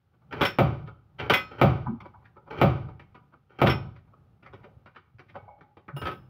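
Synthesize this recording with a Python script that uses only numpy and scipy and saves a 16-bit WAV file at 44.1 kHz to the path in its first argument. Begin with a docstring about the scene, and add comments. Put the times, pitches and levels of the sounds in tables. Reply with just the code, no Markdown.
"""A hydraulic floor jack pumped under a car in a garage, heard from close to the wheel hub.
The handle scrapes (trains of slips) and bangs on its bottom stop (banded noise plus frame modes).
The linkage clanks and, last, the saddle rattles into its seat: contact noise, large-part ring, small-part ping.
Joints tick (short clicks), the suspension knocks (pitched noise) and the car's body groans (wavering tones).
Rumble and hiss lie underneath."""
import sys
import numpy as np
from scipy import signal
from scipy.fft import rfft, irfft, next_fast_len
from scipy.io import wavfile
from scipy.ndimage import uniform_filter1d, minimum_filter1d

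SR = 44100
rng = np.random.default_rng(int(sys.argv[2]) if len(sys.argv) > 2 else 0)


def store_wav(level_fs):
    """Save 16-bit WAV to argv[1]."""
    pcm = np.round(np.clip(np.atleast_2d(level_fs), -1, 1) * 32767)
    wavfile.write(sys.argv[1], SR, pcm.T.astype(np.int16))


N = 277389
BANDS_HZ = 31.25 * 2 ** (np.arange(28) / 3)  # third-octave centres
AGE_S = np.arange(SR * 2 // 3) / SR  # time since an event's onset


def amp(db):
    """Decibels to gain."""
    return 10 ** (np.asarray(db) / 20)


def unit(x):
    """Scale to rms 1."""
    return x / np.sqrt(np.mean(x ** 2, axis=-1, keepdims=True) + 1e-20)


def along(points, hz):
    """Interpolate (f/Hz, value) points on a log frequency axis."""
    f, v = np.transpose(points)
    return np.interp(np.log(hz + 1), np.log(f + 1), v)


def filtered(x, response):
    """Multiply the spectrum of x by a response of frequency."""
    size = next_fast_len(x.shape[-1] + SR // 5)
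    spectrum = rfft(x, size) * response(np.fft.rfftfreq(size, 1 / SR))
    return irfft(spectrum, size)[..., :x.shape[-1]]


def add(track, t_s, sound):
    """Mix a sound into the track at t_s, cut at the track's end."""
    space = track[round(t_s * SR):][:len(sound)]
    space += sound[:len(space)]


def wobble(knots_per_s, size):
    """Random curve, linear between Gaussian knots."""
    knots = rng.standard_normal(int(size * knots_per_s / SR) + 2)
    return np.interp(np.arange(size) * knots_per_s / SR, np.arange(len(knots)), knots)


def wavering(hz, rough, knots_per_s):
    """Tone whose strength and phase waver as reflections mix with it."""
    phase = 2 * np.pi * (hz * AGE_S + rng.random())
    depth = np.clip(rough, 0, 1) * np.sqrt(1 / 2)
    in_phase = np.sqrt(1 - depth ** 2) + depth * wobble(knots_per_s, len(AGE_S))
    quadrature = depth * wobble(knots_per_s, len(AGE_S))
    return in_phase * np.sin(phase) + quadrature * np.cos(phase)


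def ringing(modes, rough, build_s):
    """Decaying modes with a gradual onset, each struck with a slightly new strength."""
    ring = np.zeros(len(AGE_S))
    for hz, db, t60_s in modes:
        fade = np.exp(-np.log(1000) * AGE_S / t60_s)
        # high modes waver faster, as their reflections drift in and out of step
        tone = wavering(hz, rough, knots_per_s=90 + hz / 40)
        ring += amp(db + rng.normal(0, 1)) * fade * tone
    return ring * (1 - np.exp(-AGE_S / build_s))


# underbody resonances that colour the noise of every contact: f/Hz, width/Hz, level/dB
UNDERBODY = [(101.6, 14, 7), (123.59, 2, 6.5), (243.02, 11, 2), (348.25, 240, 3.5), (571.03, 34, 10.5),
             (656.9, 11, 7.5), (754.91, 28, 9.5), (856.34, 14, 9), (1195.3, 3.6, 5), (1268.5, 84, 11.5),
             (1554.6, 44, 2), (2180.9, 41, 3), (2269.7, 65, 8.5), (2628, 22, 1), (3083.4, 150, 6.5),
             (3408.6, 74, 7.5)]


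def band_noise():
    """Two seconds of noise per third-octave band, gathered around the underbody's resonances."""
    def response(hz):
        peaks_db = sum(db / (1 + (2 * (hz - centre) / width) ** 2) for centre, width, db in UNDERBODY)
        # many weaker resonances between the named ones
        ripple_db = 2.7 * np.interp(hz, np.arange(0, SR, 70), rng.standard_normal(SR // 70))
        band_steps = np.log2((hz + 1) / BANDS_HZ[:, None]) * 3
        band_power = np.clip(1 - abs(band_steps), 0, 1)
        return amp(peaks_db) * amp(ripple_db) * np.sqrt(band_power)

    return unit(filtered(rng.standard_normal(2 * SR), response))


# reverberation of the garage: f/Hz, t60/s
GARAGE = [(60, 1), (150, 0.68), (400, 0.44958), (1200, 0.5121), (2000, .44), (3000, 0.42692), (5500, 0.51),
          (9000, .24), (15000, 0.24)]


def dying(t60_s, room_db, bloom_cycles):
    """Envelope per band: struck part and garage decay at their own rates; low bands build slower."""
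    own = amp(-60 * AGE_S / t60_s)
    room = amp(room_db) * amp(-60 * AGE_S / along(GARAGE, BANDS_HZ)[:, None])
    return np.hypot(own, room) * (1 - np.exp(-AGE_S * BANDS_HZ[:, None] / bloom_cycles))


def dense(noise, envelope):
    """Countless overlapping modes: a random stretch of noise per band, with its envelope's energy."""
    start = rng.integers(noise.shape[1] - len(AGE_S))
    bands = noise[:, start:start + len(AGE_S)] * envelope
    energy = lambda v: np.einsum("ij,ij->i", v, v)
    return bands * np.sqrt(energy(envelope) / energy(bands))[:, None]


def band_gains(colour, levels_db, edges_hz):
    """Share the level of each register among its bands, following a spectrum."""
    register = np.searchsorted(edges_hz, BANDS_HZ)
    power = amp(along(colour, BANDS_HZ)) ** 2 * BANDS_HZ
    share = power / np.bincount(register, power)[register]
    return amp(levels_db)[register] * np.sqrt(share)


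# spectrum of the workshop air: f/Hz, level/dB per Hz
FLOOR = [(25, -29.5), (50, -9.5), (75, -0.5), (130, 3), (260, -14.5), (570, -20.5), (680, -23.5),
         (800, -17), (1000, -29.5), (1250, -23), (1800, -35.5), (3000, -39), (7800, -55.5), (15800, -50.5)]


def background():
    """Workshop air: an uneven low rumble under a nearly steady hiss."""
    air = unit(filtered(rng.standard_normal(N), lambda hz: amp(along(FLOOR, hz))))
    rumble = filtered(air, lambda hz: 1 / (1 + (hz / 1500) ** 4))
    hiss = air - rumble
    drift = wobble(5, N)
    return amp(-61.5 + 7.8 * drift) * rumble + amp(-59.5 + 2 * drift) * hiss


# handle rubbing on its way to each end of its travel: t/s, length/s, grip/s, grip level/dB, push level/dB
SCRAPES = [(0.306, 0.09603, 0.066, -35, -38), (1.181, 0.124, 0.06016, -34, -39),
           (1.502, 0.10133, 0.021965, -40.5, -29.5), (2.497, .112, .028, -33, -29),
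           (3.494, .119, .012, -51.5, -33)]
# spectrum of a slip: f/Hz, level/dB per Hz
SCRAPE_COLOUR = [(29, -37.5), (50, -8), (119, 6), (283, -7.5), (360, 4), (674, -7.5), (1290, -4.5),
                 (1720, -13), (2300, -19), (2470, -14.5), (5220, -41), (8050, -65.5), (15800, -50.5)]
SLIDE_DB, PUSH_S, SLIPS_PER_S = -7, .027, 720  # easing after the grip, length of the last push, mean slip rate


def scrapes(noise):
    """Runs of tiny slips: the handle grips, slides more easily, then is pushed home."""
    track = np.zeros(N)
    envelope = dying(t60_s=.04, room_db=-12.5, bloom_cycles=0.7751)
    response = band_gains(SCRAPE_COLOUR, [0], []) @ dense(noise, envelope)
    response /= np.linalg.norm(response)
    for t_s, length_s, grip_s, grip_db, push_db in SCRAPES:
        phases = [AGE_S < grip_s, AGE_S < length_s - PUSH_S]
        force_db = np.select(phases, [grip_db, grip_db + SLIDE_DB], push_db)
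        pressure = amp(force_db) * (1 - np.exp(-AGE_S / 0.0048)) * (AGE_S < length_s)
        slips = (rng.random(len(AGE_S)) < SLIPS_PER_S / SR) * rng.standard_normal(len(AGE_S))
        add(track, t_s, signal.fftconvolve(pressure * unit(slips), response))
    return track


# louder ticks of lifting arm and suspension: t/s, level/dB, treble over level/dB
TICKS = [(0.326, -39, -1.5), (0.875, -46, -11), (1.199, -40, 2.5), (2.004, -47.5, -4), (2.055, -46.5, -10),
         (2.254, -63, 2), (2.368, -50, -21), (2.477, -51, -16.5), (2.886, -47, -15), (2.995, -52, -0.5),
         (3.15, -49.5, -8.5), (3.337, -55.5, -14), (3.962, -58, -2.5), (4.135, -59, -21),
         (4.429, -58, -2.5), (4.462, -51, -4), (4.534, -47, -9), (4.642, -52, -4.5), (4.859, -53, -4),
         (4.961, -52, -2.5), (5.193, -51, -2.5), (5.296, -60.5, 3.5), (5.355, -41, -13), (5.609, -54, -9),
         (5.769, -50.5, -9.5), (5.881, -45.5, -11)]
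# spectrum of a tick: f/Hz, level/dB per Hz
TICK_COLOUR = [(40, -13.5), (90, 2.5), (300, -5), (800, -6.5), (1280, -3.5), (1700, -1.5), (2400, -5),
               (3500, -16.5), (5000, -26.5), (6300, -48.5), (8000, -47.5), (15000, -49.5)]
TICK_THUMP_DB = 2.5  # low register over the middle
FAINT_PER_S, FAINT_DB, FAINT_SPREAD_DB, FAINT_BRIGHT_DB = 3.1, -67.5, 1.5, -12.5
# weaker slips around each tick
CLUSTER_LEAD_S, CLUSTER_LAG_S, CLUSTER_DB, CLUSTER_FALL_DB_PER_S = .014, .028, -7, 450.5


def ticks(noise):
    """Joints slip by a hair: clicks of varied colour in clusters of weaker ones; faint ones fall at random."""
    track = np.zeros(N)
    envelope = dying(t60_s=0.095035, room_db=-17, bloom_cycles=0.97)
    faint = []
    for _ in range(int(FAINT_PER_S * N / SR)):
        faint.append((rng.random() * N / SR, rng.normal(FAINT_DB, FAINT_SPREAD_DB), FAINT_BRIGHT_DB))
    for t_s, db, bright_db in list(TICKS) + faint:
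        colour = amp(2.5 * rng.standard_normal(len(BANDS_HZ)))
        registers_db = [db + TICK_THUMP_DB, db, db + bright_db]
        gains = colour * band_gains(TICK_COLOUR, registers_db, [400, 1500])
        click = gains @ dense(noise, envelope)
        add(track, t_s, click)
        for offset_s in rng.uniform(-CLUSTER_LEAD_S, CLUSTER_LAG_S, size=6):
            offset_db = CLUSTER_DB - CLUSTER_FALL_DB_PER_S * abs(offset_s)
            add(track, max(t_s + offset_s, 0), amp(offset_db) * click)
    return track


# spectrum of steel on steel: f/Hz, level/dB per Hz
CLANK_COLOUR = [(29, -57), (50, -20), (119, -3.5), (263, -8.5), (597, -3), (690, -9.5), (1490, -3),
                (1680, -8.5), (1990, -10.5), (3470, -9.5), (4630, -36), (5220, -25), (7860, -40),
                (11800, -32.5), (15800, -30)]
# register levels of the softest and hardest contact: thump/dB, clash/dB, bite/dB, sizzle/dB
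SOFT = (12.5, 5, -4.5, -34)
HARD = (-16.5, -3.5, .5, -17.5)


def rattle(noise, contacts, body_modes, ping_modes, envelope, rough):
    """Steel on steel: harder contacts thump less and sizzle more; a large part rings, a small one pings."""
    track = np.zeros(N)
    for t_s, db, hardness, ring_db, ping_db in contacts:
        registers_db = db + np.add(SOFT, hardness * np.subtract(HARD, SOFT))
        clash = band_gains(CLANK_COLOUR, registers_db, [400, 1500, 6000]) @ dense(noise, envelope)
        ring = amp(db + ring_db) * ringing(body_modes, rough, build_s=.004)
        ping = amp(db + ping_db) * ringing(ping_modes, rough, build_s=0.0018)
        add(track, t_s, clash + ring + ping)
    return track


# linkage contacts: t/s, level/dB, hardness/0-1, ring over level/dB, ping over level/dB
CLANKS = [(0.409, -28.5, 0.13, -10, -35.5), (0.414, -25.5, 0.61, -8.5, -27),
          (0.429, -27.5, 0.65, -7.5, -32), (0.451, -25, 0.89, -9.5, -10.5), (1.298, -19, 0.47, -12.5, -36),
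          (1.336, -23.5, 1, 3.5, -17), (1.372, -39, .6, 6, -20.5), (3.662, -30.5, 0.1, -10.5, -41),
          (3.669, -24.5, 0.48, -13, -25), (3.697, -29.5, 0.63, -2, -8)]
# linkage modes: f/Hz, level/dB, t60/s
LINKAGE = [(1112.7, -7.5, 0.14), (1280.3, -11, 0.39), (1507, -7, 0.2), (2036, 3, 0.16), (2250, -6.5, 0.16),
           (2325, -9, 0.18), (2487.9, -1, 0.22), (2800, -15, .18), (3180, -9, .15), (3365.5, -2, 0.12),
           (3570, -17.5, 0.31), (4216, -31, 0.44), (5259.8, -25.5, 0.36), (6400, -35, 0.22),
           (7169, -40, 0.33), (11654, -27, 0.12), (11448, -18.5, .1), (11700, -25, .16), (12600, -26, .14),
           (14640, -25.5, .17), (15080, -23.5, .13)]
# modes of the small part that pings: f/Hz, level/dB, t60/s
COLLAR = [(5376.5, 3, 0.21), (5451, -18, 0.37), (9420, -24.5, 0.12)]


def linkage_clanks(noise):
    """Linkage parts collide; the linkage rings and its collar pings."""
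    envelope = dying(t60_s=0.16351, room_db=-21.0, bloom_cycles=1.0)
    return rattle(noise, CLANKS, LINKAGE, COLLAR, envelope, rough=0.4)


# handle on its bottom stop: t/s, level/dB
BANGS = [(0.586, -27), (1.614, -24.5), (2.614, -25.5), (3.616, -26.5)]
# modes of the frame and the space under the car: f/Hz, level/dB, t60/s
FRAME = [(80.507, -9.5, 0.75), (110.06, -7.5, .6), (134.05, 0, .55), (231.68, -1.5, 0.25), (337, -11, 0.56),
         (415.4, -18.5, 0.39), (534.63, 0, 0.22), (574.96, -5, 0.23), (682.01, -3.5, 0.28),
         (773.26, -6, 0.32), (918.49, -11.5, 0.3), (1121.4, -7, 0.21), (1226.3, -15, 0.26),
         (2065.5, -21.5, 0.28), (2319.6, -19.5, 0.37)]
# spectrum of a bang: f/Hz, level/dB per Hz
BANG_COLOUR = [(21, -50), (35, -21.5), (143, 0), (324, -14.5), (408, -7.5), (488, -24.5), (554, -9.5),
               (856, -21.5), (924, -27.5), (1260, -18), (1580, -37.5), (2320, -29.5), (4630, -53),
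               (7720, -75.5), (15800, -55.5)]
# first crack and its returns from floor and underbody: delay/s, level/dB
SLAPS = [(0, 5), (.008, -4.5), (.016, 1)]


def bangs(noise):
    """The stop is hit at the same spot each stroke, so all bangs share nearly one response."""
    track = np.zeros(N)
    low = dying(t60_s=0.36307, room_db=-9.0, bloom_cycles=2.6)
    high = dying(t60_s=0.17, room_db=-6, bloom_cycles=0.9403)
    envelope = np.where(BANDS_HZ[:, None] < 300, low, high)
    gains = band_gains(BANG_COLOUR, [-2.5, -6.0, -16.5, -35.0], [400, 1500, 6000])
    boom = amp(-5.0) * ringing(FRAME, rough=0.34, build_s=0.0056)
    shared = gains @ dense(noise, envelope) + boom
    crack = dying(t60_s=.016, room_db=-55.0, bloom_cycles=0.6)
    for delay_s, db in SLAPS:
        add(shared, delay_s, amp(db) * gains @ dense(noise, crack))
    for t_s, db in BANGS:
        fresh = 0.23 * gains @ dense(noise, envelope)
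        add(track, t_s, amp(db) * unit(shared + fresh))
    return track


# groans of the car's body under a shift of weight: t/s, length/s, f/Hz, level/dB
GROANS = [(1.875, 0.10893, 227.9, -27.5), (5.144, 0.0352, 107.2, -44.5), (5.928, 0.07, 139.5, -36),
          (6.003, 0.1, 85.42, -35)]
# the body rocks back after each bang; level is over the bang's
SHUDDER_DELAY_S, SHUDDER_S, SHUDDER_HZ, SHUDDER_DB = 0.21, 0.10131, 124.51, -8.5
GROAN_OVERTONE_RATIO, GROAN_OVERTONE_DB = 1.5, -15


def groans():
    """The body shudders unevenly after each bang and groans as its weight shifts: swelling rough tones."""
    track = np.zeros(N)
    shudders = [(t_s + SHUDDER_DELAY_S, SHUDDER_S, SHUDDER_HZ, db + SHUDDER_DB) for t_s, db in BANGS]
    for t_s, length_s, hz, db in shudders + list(GROANS):
        swell = np.sin(np.pi * np.clip(AGE_S / length_s, 0, 1) ** .7)
        tone = wavering(hz, rough=.8, knots_per_s=hz / 2)
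        overtone = wavering(GROAN_OVERTONE_RATIO * hz, rough=.8, knots_per_s=hz / 2)
        add(track, t_s, amp(db) * swell * (tone + amp(GROAN_OVERTONE_DB) * overtone))
    return track


# dull knocks of the suspension taking the load: t/s, level/dB, f/Hz, hub ring over level/dB
KNOCKS = [(1.861, -27, 913.5, -17.5), (2.138, -44, 917.3, -13.5), (4.655, -43, 494, -27.5),
          (4.961, -47, 1280, -22), (5.351, -32, 595, -8.5), (5.479, -38.5, 709.8, -1),
          (5.884, -37.5, 1286, -19.5), (5.962, -37, 698.7, -26.5)]
# wheel hub modes: f/Hz, level/dB, t60/s
HUB = [(822.9, -13.5, 1.1), (2223.7, -19.5, 0.31)]
KNOCK_OVERTONE_RATIO, KNOCK_OVERTONE_DB = 1.4194, -11


def knocks(noise):
    """Cushioned contacts sound around one pitch and its overtone, and set the hub ringing."""
    track = np.zeros(N)
    envelope = dying(t60_s=0.1, room_db=-20.5, bloom_cycles=7.198)
    around = lambda hz: np.exp(-(np.log2(BANDS_HZ / hz) / .26) ** 2)
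    for t_s, db, hz, ring_db in KNOCKS:
        gains = around(hz) + amp(KNOCK_OVERTONE_DB) * around(KNOCK_OVERTONE_RATIO * hz)
        thud = gains @ dense(noise, envelope)
        ring = amp(ring_db) * ringing(HUB, rough=0.9976, build_s=.01)
        add(track, t_s, amp(db) * (thud + ring))
    return track


# saddle slipping into its seat: t/s, level/dB, hardness/0-1, ring over level/dB, ping over level/dB
SEATING = [(5.964, -47.5, 0.18, 2.5, -1), (6.016, -40.5, 0.26, 3, -20), (6.054, -38, 0.37, 7, -28.5),
           (6.069, -34.5, 0.33, -3.5, -25.5), (6.113, -45, 0.32, -3, -19)]
# saddle modes: f/Hz, level/dB, t60/s
SADDLE = [(1285.2, 5.5, 0.20197), (1547.7, -5, 0.2392), (1753.6, -11.5, 0.23), (2590.3, -12, 0.18),
          (3146, -13.5, 0.094), (3496, -39, .2)]
# saddle pin modes: f/Hz, level/dB, t60/s
SADDLE_PIN = [(2838.5, 2, 0.37), (5174, -12, 0.5988), (5340, -18.5, 0.42), (7080, -26, 0.44),
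              (9199, -10.5, 0.275), (10121, -9.5, 0.2166), (11310, -12, 0.31), (12300, -18, .35),
              (14757, -8, 0.29), (15570, -12, 0.36)]


def saddle_rattle(noise):
    """The saddle slips into its seat in several contacts; it rings and its pin pings."""
    envelope = dying(t60_s=0.15908, room_db=-24.5, bloom_cycles=1.251)
    return rattle(noise, SEATING, SADDLE, SADDLE_PIN, envelope, rough=0.8706)


def scene():
    """The jack, the car above it and the room."""
    noise = band_noise()
    jack = scrapes(noise) + linkage_clanks(noise) + bangs(noise) + saddle_rattle(noise)
    car = ticks(noise) + groans() + knocks(noise)
    return (background() + jack + car)[None]


def record(dry):
    """A look-ahead limiter holds down the loudest peaks; deep bass and the extreme top are cut."""
    needed = np.minimum(1, .49 / (np.abs(dry) + 1e-9))
    gain = uniform_filter1d(minimum_filter1d(needed, size=265), size=177)
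    bass_cut = signal.butter(N=3, Wn=48, btype="high", fs=SR, output="sos")
    thinned = signal.sosfilt(bass_cut, dry * gain)
    top_hz = 15750
    return filtered(thinned, lambda hz: np.clip((top_hz - hz) / 400 + .5, 0, 1))


dry = scene()
out = record(dry)
store_wav(out)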